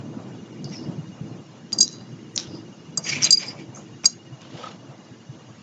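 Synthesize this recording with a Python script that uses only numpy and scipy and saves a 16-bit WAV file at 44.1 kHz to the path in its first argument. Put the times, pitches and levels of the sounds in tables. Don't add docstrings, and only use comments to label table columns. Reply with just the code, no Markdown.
import sys
import numpy as np
from scipy import signal
from scipy.fft import rfft, irfft, next_fast_len
from scipy.io import wavfile
from scipy.ndimage import uniform_filter1d, map_coordinates

SR = 44100
rng = np.random.default_rng(int(sys.argv[2]) if len(sys.argv) > 2 else 0)


def pcm_store(signal):
    levels = np.round(np.clip(np.atleast_2d(signal), -1, 1) * 32767)
    wavfile.write(sys.argv[1], SR, levels.astype(np.int16).T)


N = 248011


def amp(db):
    return 10 ** (np.asarray(db) / 20)


def unit(x):
    return x / np.sqrt(np.mean(x ** 2) + 1e-20)


def along(points, hz):
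    point_hz, value = np.transpose(points)
    return np.interp(np.log(hz + 1), np.log(point_hz + 1), value)


def curves(rows):
    start_s, *columns = np.transpose(rows)
    return [np.interp(np.arange(N) / SR, start_s, column) for column in columns]


def wobble(rate):
    knots = rng.standard_normal(int(N * rate / SR) + 4)
    return map_coordinates(knots, [np.arange(N) * rate / SR])


def filtered(x, response):
    m = next_fast_len(N + 8192)
    return irfft(rfft(x, m) * response(np.fft.rfftfreq(m, 1 / SR)), m)[:N]


def noise(spectrum, grain_db, rate, patchy_db):
    grains = rng.standard_normal(N) * amp(grain_db * wobble(rate))
    cells = signal.stft(grains, nperseg=512)[2]
    field = uniform_filter1d(rng.standard_normal(cells.shape), size=3, axis=0)
    field = uniform_filter1d(field, size=5, axis=1)
    patchy = signal.istft(cells * amp(patchy_db * unit(field)), nperseg=512)[1][:N]
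    return unit(filtered(patchy, lambda hz: amp(along(spectrum, hz))))


def add(track, s, sound):
    part = track[round(s * SR):][:len(sound)]
    part += sound[:len(part)]


SWELL_BEND = 1.07


def swell(s, db, rise, fall):
    rise, fall, gain = max(rise, .0005), max(fall, .0005), np.zeros(N)
    first = max(round((s - 3 * rise) * SR), 0)
    on = np.arange(first, min(round((s + 3 * fall) * SR), N))
    t = on / SR - s
    gain[on] = amp(db - 20 * np.where(t < 0, -t / rise, t / fall) ** SWELL_BEND)
    return gain


LEAD_S = .025


def blip(db, hz, half):
    t = np.arange(-LEAD_S, LEAD_S, 1 / SR)
    rough = 1 + 1.2 * uniform_filter1d(rng.standard_normal(len(t)), size=25)
    return amp(db) * rough * np.exp(-(t / half) ** 2) * np.cos(2 * np.pi * (hz * t + rng.random()))


# pitch_hz [Hz], level_db [relative dB per Hz]
RUMBLE_COLOUR = [(18, -64), (30, -29), (70, -28.5), (112, -2), (156, -2), (253, -3.5), (284, -7.5),
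                 (331, -2), (373, -12.5), (440, -12), (520, -22), (700, -40), (1100, -120)]
CLOTH_COLOUR = [(300, -35.5), (500, -1.5), (900, -7.5), (1300, -13), (1800, -22), (3000, -32.5)]
# start_s [s], deep_level_db [dB], upper_level_db [dB]
RUMBLE_LEVELS = [(0.02, -39, -45.5), (0.62, -45.5, -42), (0.89, -37.5, -41), (1.14, -39, -48.5),
                 (1.3, -42, -40.5), (1.57, -49, -50), (1.7, -47, -49), (1.77, -41, -37.5),
                 (1.96, -45.5, -46), (2.3, -47.5, -46), (2.52, -40.5, -38.5), (2.75, -47.5, -48),
                 (2.96, -47, -45), (3.2, -40.5, -44), (3.61, -47, -46.5), (4.12, -50, -53),
                 (4.54, -45, -48.5), (5.15, -49, -49.5), (5.6, -48, -55)]
# peak_s [s], level_db [dB], rise_20db_s [s], fall_20db_s [s]; times floored by swell
WEIGHT_SHIFTS = [(.22, -48.5, 1.1, .5), (.67, -50, -0.02, .08), (.89, -47.5, 0.23, 0.21),
                 (1.28, -52.5, 0.53, 0.46), (1.52, -58.5, .02, 0.5), (1.728, -46, -0.06, 0.2),
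                 (2.0, -56.5, 0.1, .5), (2.38, -52, .02, .2), (2.52, -54.5, 0.04, 1),
                 (2.975, -44, 0.01, 0.1), (3.09, -44.5, 0.09, 0.16), (3.265, -42, 0.1, 0.06),
                 (3.43, -47, 0.04, 0.15), (3.52, -47, 0.09, 0.23), (3.77, -49, 0.1, 0.14),
                 (4.041, -42, .006, .02), (4.058, -42.5, .004, .04), (4.43, -52.5, 0.54, 0.45),
                 (4.6, -46, .1, .05), (4.65, -42, .1, .16), (4.9, -52, .1, 0.37), (5.37, -58, 0.5, 2.5)]
CLOTH_UNDER_DB = -19.5
SPLIT_HZ = 220


def bed():
    deep, upper = amp(curves(RUMBLE_LEVELS))
    rumble = noise(RUMBLE_COLOUR, grain_db=2.0, rate=18, patchy_db=1.5)
    low = filtered(rumble, lambda hz: 1 / (1 + (hz / SPLIT_HZ) ** 6))
    cloth = amp(CLOTH_UNDER_DB) * upper + sum(swell(*shift) for shift in WEIGHT_SHIFTS)
    rustle = cloth * noise(CLOTH_COLOUR, grain_db=2, rate=60, patchy_db=1.5)
    return deep * unit(low) + upper * unit(rumble - low) + rustle


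# start_s [s], level_db [rms dB]
WHINE_LEVELS = [(0, -64.5), (.9, -61), (1.6, -67), (2.5, -61.5), (3.4, -68), (4.2, -61), (4.9, -65),
                (5.62, -70)]
# pitch_hz [Hz], level_db [relative dB per Hz]
HISS_COLOUR = [(300, -23.5), (700, 2), (1500, 3), (2600, 0.5), (4500, -2.5), (6600, -0.5), (7700, -13.5)]
BEAT_HZ, BEAT_AT_S = 14.97, -.0037


def electronics():
    t = np.arange(N) / SR
    beat = np.cos(np.pi * BEAT_HZ * (t - BEAT_AT_S))
    beeps = beat * np.abs(beat) ** 2 * np.sin(2 * np.pi * 2857 * t + .7 * wobble(40))
    strength = amp(curves(WHINE_LEVELS)[0] + 1.6 * wobble(14))
    hiss = amp(-55.5 + 0.3 * wobble(4.4)) * noise(HISS_COLOUR, grain_db=0.1, rate=48, patchy_db=3)
    return strength * unit(beeps) + hiss


# start_s [s], level_db [peak dB], pitch_hz [Hz], length_s [s]
PAW_THUMPS = [(0.166, -25, 254, 0.021), (0.35, -41, 132, 0.018), (0.418, -32.5, 202, 0.039),
              (0.645, -27.5, 132, 0.048), (0.702, -26, 168, 0.028), (0.882, -20.5, 151, 0.032),
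              (0.973, -25.5, 150, 0.053), (1.081, -32, 187, 0.057), (1.209, -23.5, 150, 0.028),
              (1.307, -31, 137, 0.042), (1.722, -36, 208, 0.041), (1.792, -24.5, 223, 0.019),
              (2.123, -32.5, 141, 0.04), (2.372, -34, 270, 0.03), (2.475, -30, 131, 0.027),
              (2.883, -33, 155, 0.035), (2.978, -31, 167, 0.031), (3.108, -30, 142, 0.061),
              (3.218, -30.5, 131, 0.054), (3.462, -39.5, 197, 0.06), (3.684, -32.5, 130, 0.035),
              (4.043, -31, 196, 0.014), (4.319, -34.5, 135, 0.059), (4.528, -31.5, 136, 0.061),
              (4.88, -36, 138, 0.064), (5.29, -30.5, 135, 0.039)]


def thumps():
    out = np.zeros(N)
    for s, db, hz, length in PAW_THUMPS:
        t = np.arange(0, length, 1 / SR)
        envelope = np.sin(np.pi * (t / length) ** 0.56) ** 2
        add(out, s, amp(db) * envelope * np.sin(2 * np.pi * (hz * t + rng.random())))
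    return out


# peak_s [s], level_db [dB], pitch_hz [Hz],
# half_length_s [s]
SHORT_BURSTS = [(.6435, -30, 6300, .0003), (.6455, -30, 4700, .0012), (.6455, -35, 5400, .0015),
                (.728, -39, 5550, .004), (.728, -47, 2050, .007), (.742, -47, 2000, .006),
                (.738, -49, 3700, .006), (.75, -50, 2600, .006), (.748, -38, 5750, .003),
                (.756, -37, 5350, .004), (.763, -39, 5150, .003), (1.8088, -8, 6800, .0004),
                (3.308, -12, 7300, .0015), (0.769, -31.5, 5200, .002), (1.7229, -19, 4500, .00012),
                (1.813, -19, 3990, 0.0035), (1.83, 0, 6010, 0.00037), (1.8323, -13.5, 5900, .001),
                (1.879, -26.5, 4000, .001), (1.8795, -21, 6000, .0004), (2.3612, -15, 5900, .0006),
                (2.3626, -15, 7000, .0008), (2.3643, -15, 5900, .0005), (2.3779, -7, 5500, .0003),
                (2.3779, -11, 3900, .0004), (2.3779, -24, 2500, .0003), (2.363, -30, 4300, .001),
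                (2.387, -27, 4550, .0008), (2.394, -24, 5300, .001), (3.223, -16.5, 5600, .001),
                (3.2262, -13.5, 5800, .001), (3.2279, -17.5, 6220, .0007), (3.2323, -8.5, 5600, .0008),
                (3.237, -9.5, 5450, .001), (3.2514, -19, 4630, .0015), (3.264, -23.5, 4000, .003),
                (3.272, -20, 4050, .003), (3.326, -3.5, 6680, 0.00043), (3.39, -25.5, 6500, .0004),
                (3.75, -35, 6260, .002), (3.761, -36.5, 6240, 0.0027), (4.0363, -35, 5700, .001),
                (4.04, -31.5, 2800, .0005), (4.0455, -31.5, 3600, .0008), (4.0555, -27.5, 2400, .0008),
                (4.0452, -19, 5700, 0.00055), (4.0575, -11, 5600, .001), (4.036, -42, 3000, .0003),
                (4.049, -30, 7300, .002), (4.0453, -25.5, 2350, .0012), (4.418, -33, 5800, .00015),
                (4.67, -39, 4000, .0002)]
# peak_s [s], level_db [dB], half_length_s [s]
HOLLOW_KNOCKS = [(2.977, -32.5, 0.0022), (3.774, -37.5, .002), (4.039, -28.5, 0.00023),
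                 (4.046, -31.5, .001), (4.056, -28, .001), (4.452, -40, 0.0013), (4.643, -29, 0.0059),
                 (4.666, -37, .003), (4.673, -31, .004), (4.723, -48, 0.0027)]
KNOCK_HZ = 1268


def bursts():
    out = np.zeros(N)
    for s, db, hz, half in SHORT_BURSTS:
        add(out, s - LEAD_S, blip(db, hz, half))
    for s, db, half in HOLLOW_KNOCKS:
        add(out, s - LEAD_S, blip(db, KNOCK_HZ, half))
    return out


# peak_s [s],
# level_db [rms dB at the peak], rise_20db_s [s], fall_20db_s [s], centre_hz [Hz], narrow_share [0-1]
HISSES_AND_RINGS = [(.648, -46, .003, .2, 4800, .4), (.70, -52, .03, .04, 6200, .8),
                    (.735, -42, .03, .06, 5600, .8), (.755, -42, .04, .03, 5350, .8),
                    (.775, -45, .01, .12, 5250, .7), (.828, -54, .03, .07, 4700, .9),
                    (1.735, -42, .006, .08, 5600, .1), (1.825, -41, .012, .2, 4000, 1),
                    (1.91, -48, .05, .2, 4810, 1), (1.93, -50, .05, .08, 6540, 1),
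                    (1.838, -36, .002, .09, 5600, .2), (1.85, -40, .02, .08, 6540, .9),
                    (1.884, -43, .002, .07, 5700, .2), (1.915, -48, .04, .08, 6200, .3),
                    (2.36, -40, .012, .03, 6200, .2), (2.38, -28, .002, .03, 5550, .2),
                    (2.385, -35, .003, .065, 3900, .3), (2.395, -33, .01, .055, 5650, .1),
                    (2.425, -45, .03, .035, 6200, .2), (2.49, -55, .05, .1, 5200, .8),
                    (2.555, -48, .1, .08, 4900, .4), (3.045, -39, .004, .06, 5800, .5),
                    (3.09, -31, .07, .09, 5900, .1), (3.11, -37, .06, .1, 4500, .3),
                    (3.13, -35, .06, .05, 5400, .6), (3.15, -46, .06, .03, 7100, .9),
                    (3.155, -41, .06, .025, 5700, .1), (3.372, -46, .03, .03, 2400, 1),
                    (3.222, -25.5, .008, .05, 5895, .4), (3.244, -21, .0057, .04, 6330, .2),
                    (3.266, -27, .04, .02, 4050, .8), (3.335, -30, .01, .06, 6300, .2),
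                    (3.395, -38, .01, .06, 6310, .2), (3.42, -38, .05, .08, 4900, .3),
                    (3.49, -41, .08, .07, 5100, .7), (3.765, -44, .02, .09, 6600, .3),
                    (4.075, -45, .01, .07, 5600, .1), (4.115, -51, .06, .035, 5600, .1),
                    (4.08, -50, .01, .09, 4200, 1), (4.1, -50, .05, .06, 7200, .9)]


def hisses_and_rings():
    # (Hz from the centre, relative dB)
    brush = [(100, -1.0), (350, -3.5), (800, -8.5), (1600, -15.5), (3000, -32.0)]
    whistle = [(50, -1.0), (170, -9), (400, -24), (1200, -45)]
    broad, narrow = (noise(shape, grain_db=grain_db, rate=rate, patchy_db=2.5)
                     + 1j * noise(shape, grain_db=grain_db, rate=rate, patchy_db=2.5)
                     for shape, grain_db, rate in ((brush, 1.8, 90), (whistle, 1.2, 140)))
    out = np.zeros(N)
    for *shape, hz, share in HISSES_AND_RINGS:
        gain = swell(*shape)
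        on = np.flatnonzero(gain)
        mix = np.sqrt(1 - share) * broad[on] + np.sqrt(share) * narrow[on]
        add(out, on[0] / SR, gain[on] * np.real(mix * np.exp(2j * np.pi * hz * on / SR)))
    return out


# start_s [s], level_db [rms dB]
SNUFFLE_BOUTS = [
    [(.7, -57.5), (.725, -53), (.75, -54), (.775, -63)],
    [(3.04, -62), (3.052, -41), (3.075, -30), (3.09, -30), (3.13, -30), (3.18, -35), (3.215, -35),
     (3.23, -32), (3.248, -34), (3.262, -29), (3.29, -35), (3.303, -41), (3.33, -50), (3.356, -52),
     (3.378, -45), (3.392, -52), (3.402, -39), (3.425, -36), (3.45, -41), (3.485, -47), (3.515, -45),
     (3.562, -57), (3.6, -44), (3.66, -62)],
]
# pitch_hz [Hz], level_db [relative dB per Hz]
NOSE_COLOUR = [(900, -36), (1300, -22), (1600, -14), (1900, -5), (2120, -4), (2310, 5), (2520, -2),
               (2800, -6), (3300, -8), (3900, -18), (4700, -13), (6900, -13), (7700, -23)]


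def snuffle():
    t = np.arange(N) / SR
    breath = sum(amp(np.interp(t, *np.transpose(bout), left=-120, right=-120)) for bout in SNUFFLE_BOUTS)
    return breath * noise(NOSE_COLOUR, grain_db=1.8, rate=70, patchy_db=2.5)


# start_s [s], second_mode_level_db [dB],
# third_mode_level_db [dB], fourth_mode_level_db [dB], free_ring_s [s], damped_t60_s [s]
TAG_BLOWS = [(1.7283, -16, -26, -30, .007, .025), (1.74, -36, -44, -48, .028, .04),
             (1.7815, -27, -40, -40, .003, .02), (1.7863, -14, -20, -24, .004, .03),
             (1.8025, -22, -24, -24, .003, .02), (1.8055, -14, -12, -22, .004, .03),
             (1.8092, -9, -12, -15, .012, .09), (1.8285, -23, -27, -27, .02, .05),
             (2.9742, -17, -20, -18, .004, .05), (3.0396, -32, -33, -50, .012, .05),
             (3.062, -33, -29, -48, .014, .04), (3.0903, -22, -26, -45, .012, .05),
             (3.2426, -13, -12, -18, .009, .028), (3.256, -27, -38, -38, .025, .04),
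             (3.3067, -7, -20, -10, .008, .035), (3.321, -13, -24, -25, .004, .02),
             (3.3258, -10, -16, -18, .004, .02), (3.329, -6, -30, -28, .018, .045),
             (3.333, -14, -36, -40, .012, .03), (3.3722, -13, -46, -62, .011, .02),
             (3.397, -33, -44, -50, .022, .05), (3.428, -35, -48, -58, .018, .04),
             (3.464, -36, -46, -42, .012, .03), (3.482, -27, -52, -44, .012, .04),
             (3.503, -39, -60, -65, .025, .05), (3.622, -53, -65, -70, .015, .04),
             (4.0475, -27, -40, -45, .004, .015), (4.0515, -40, -26, -30, .003, .015),
             (4.0557, -6, -18, -18, .008, .018), (4.0592, -30, -9, -19, .003, .04),
             (4.07, -38, -25, -45, .015, .15), (4.097, -43, -38, -58, .013, .03),
             (4.122, -45, -48, -62, .022, .02), (4.148, -62, -49, -70, .04, .04)]
# pitch_hz [Hz], free_t60_s [s]
TAG_MODES = [(3995, 0.06), (4808, 0.21), (6540, 0.14), (7535, 0.068)]
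# neighbour_index [from 0], pitch_hz [Hz],
# level_db [dB relative to the neighbour], free_t60_s [s]
TWIN_MODES = [(1, 4960, -14, .06), (3, 7415, -6, .04), (2, 5540, -9, .035), (2, 5870, -11, .04),
              (1, 4620, -18, .06), (3, 6810, -6, .04), (0, 4194, -3, .04), (3, 7163, -14, .12)]
LOW_DB, LOW_GROWS = -12.5, 2.1
ATTACK_S, ATTACK_PER_DB_S = .0002, .00004
CRACK_DB, CRACK_HZ, CRACK_S = 2, 6200, .0006


def tag():
    out, t = np.zeros(N), np.arange(SR // 6) / SR
    sway = [(amp(1.2 * wobble(150)), .6 * wobble(110)) for _ in TAG_MODES + TWIN_MODES]
    bright = signal.butter(3, [4200, 7600], "bandpass", fs=SR)
    for s, *upper_db, free, t60 in TAG_BLOWS:
        blow_db = max(upper_db)
        mode_db = [LOW_DB + LOW_GROWS * blow_db, *upper_db]
        twins = ((mode_db[k] + over_db, (hz, life)) for k, hz, over_db, life in TWIN_MODES)
        modes = [*zip(mode_db, TAG_MODES), *twins]
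        attack = 1 - np.exp(-t / (ATTACK_S - ATTACK_PER_DB_S * blow_db))
        damping = amp(-60 * np.maximum(t - free, 0) / max(t60, .005)) * attack
        now = np.minimum(round(s * SR) + np.arange(len(t)), N - 1)
        ring = sum(amp(level + 1.0 - 60 * t / life) * gain[now]
                   * np.sin(2 * np.pi * hz * now / SR + phase[now])
                   for (level, (hz, life)), (gain, phase) in zip(modes, sway))
        rattle_gain = amp(max(mode_db) - 8.0 - 60 * t / 0.046)
        rattle = rattle_gain * signal.lfilter(*bright, rng.standard_normal(len(t)))
        add(out, s, damping * (ring + rattle))
        add(out, s + CRACK_S - LEAD_S, blip(CRACK_DB + mode_db[-1], CRACK_HZ, CRACK_S))
    return out


# peak_s [s], level_db [dB], rise_20db_s [s], fall_20db_s [s]; times floored by swell
QUILT_DRAGS = [(2.385, -42, -0.03, 0.13), (2.425, -50.5, -0.03, .06), (3.085, -41, 0.05, 0.1),
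               (3.13, -41, 0.06, 0.06), (3.19, -45, .06, .06), (3.228, -35, 0.0253, 0.05),
               (3.265, -35, 0.0454, .04), (3.3, -43, 0.04, 0.01), (3.4, -46.5, .03, .03),
               (3.428, -41, .04, .04), (3.5, -50, 0.1, -0.02), (4.41, -49, -0.04, 0.13),
               (4.59, -47, .14, .08), (4.63, -46, .06, .06), (4.675, -45, .06, .1)]
# pitch_hz [Hz], level_db [relative dB per Hz]
QUILT_COLOUR = [(590, -34), (1000, -6.5), (2440, -10.5), (2940, -2.5), (3950, -9), (6750, -14.5),
                (7600, -25.5), (9880, -57.5), (16700, -120)]


def drags():
    gain = sum(swell(*drag) for drag in QUILT_DRAGS)
    return gain * noise(QUILT_COLOUR, grain_db=2.1, rate=120, patchy_db=3.0)


# pitch_hz [Hz], t60_s [s]
ROOM_DECAY = [(1000, .2), (4000, 0.16), (7500, 0.076)]


def room(x):
    out, step = np.zeros(N), SR // 10
    for start in range(0, N, step):
        hz, t, cells = signal.stft(rng.standard_normal(SR // 4), SR, nperseg=256)
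        decay = amp(-60 * t / along(ROOM_DECAY, hz)[:, None])
        tail = signal.istft(cells * decay, SR, nperseg=256)[1]
        answer = signal.fftconvolve(x[start:start + step], tail / np.linalg.norm(tail))
        add(out, (start + 200) / SR, answer)
    return out


def scene():
    hits = tag() + bursts()
    steady = bed() + electronics()
    rubs = hisses_and_rings() + snuffle() + drags()
    return (hits + amp(-21) * room(hits) + thumps() + rubs + steady)[None]


DUCK_DB, DUCK_RECOVER_S = 58.5, 0.076


def gain_control(x):
    keep = np.exp(-1 / (DUCK_RECOVER_S * SR))
    recent_power = signal.lfilter([1 - keep], [1, -keep], x ** 2)
    return x * amp(-np.clip(DUCK_DB * recent_power, 0, 16))


def clip(x, top, hardness):
    return x / (1 + np.abs(x / top) ** hardness) ** (1 / hardness)


SAMPLE_HZ, EDGE_HZ, TOP_HZ = 16000, 7600, 8931
CLIP_TOP_HZ = 15700


def record(dry):
    x = clip(gain_control(dry[0]), .91, 10)
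    band = filtered(x, lambda hz: hz ** 2 / (hz ** 2 + 30 ** 2) / (1 + (hz / EDGE_HZ) ** 300))
    folded = band * np.cos(2 * np.pi * SAMPLE_HZ * np.arange(N) / SR)
    mirror = filtered(folded, lambda hz: (hz > SAMPLE_HZ / 2) * (hz < TOP_HZ)
                      * amp(along([(8400, -8), (8900, -15.5)], hz)))
    sparked = clip(band + mirror, .99, 13)
    return filtered(sparked, lambda hz: (hz < CLIP_TOP_HZ)
                    * amp(along([(TOP_HZ, 0), (CLIP_TOP_HZ, -14)], hz)))[None]


dry = scene()
out = record(dry)
pcm_store(out)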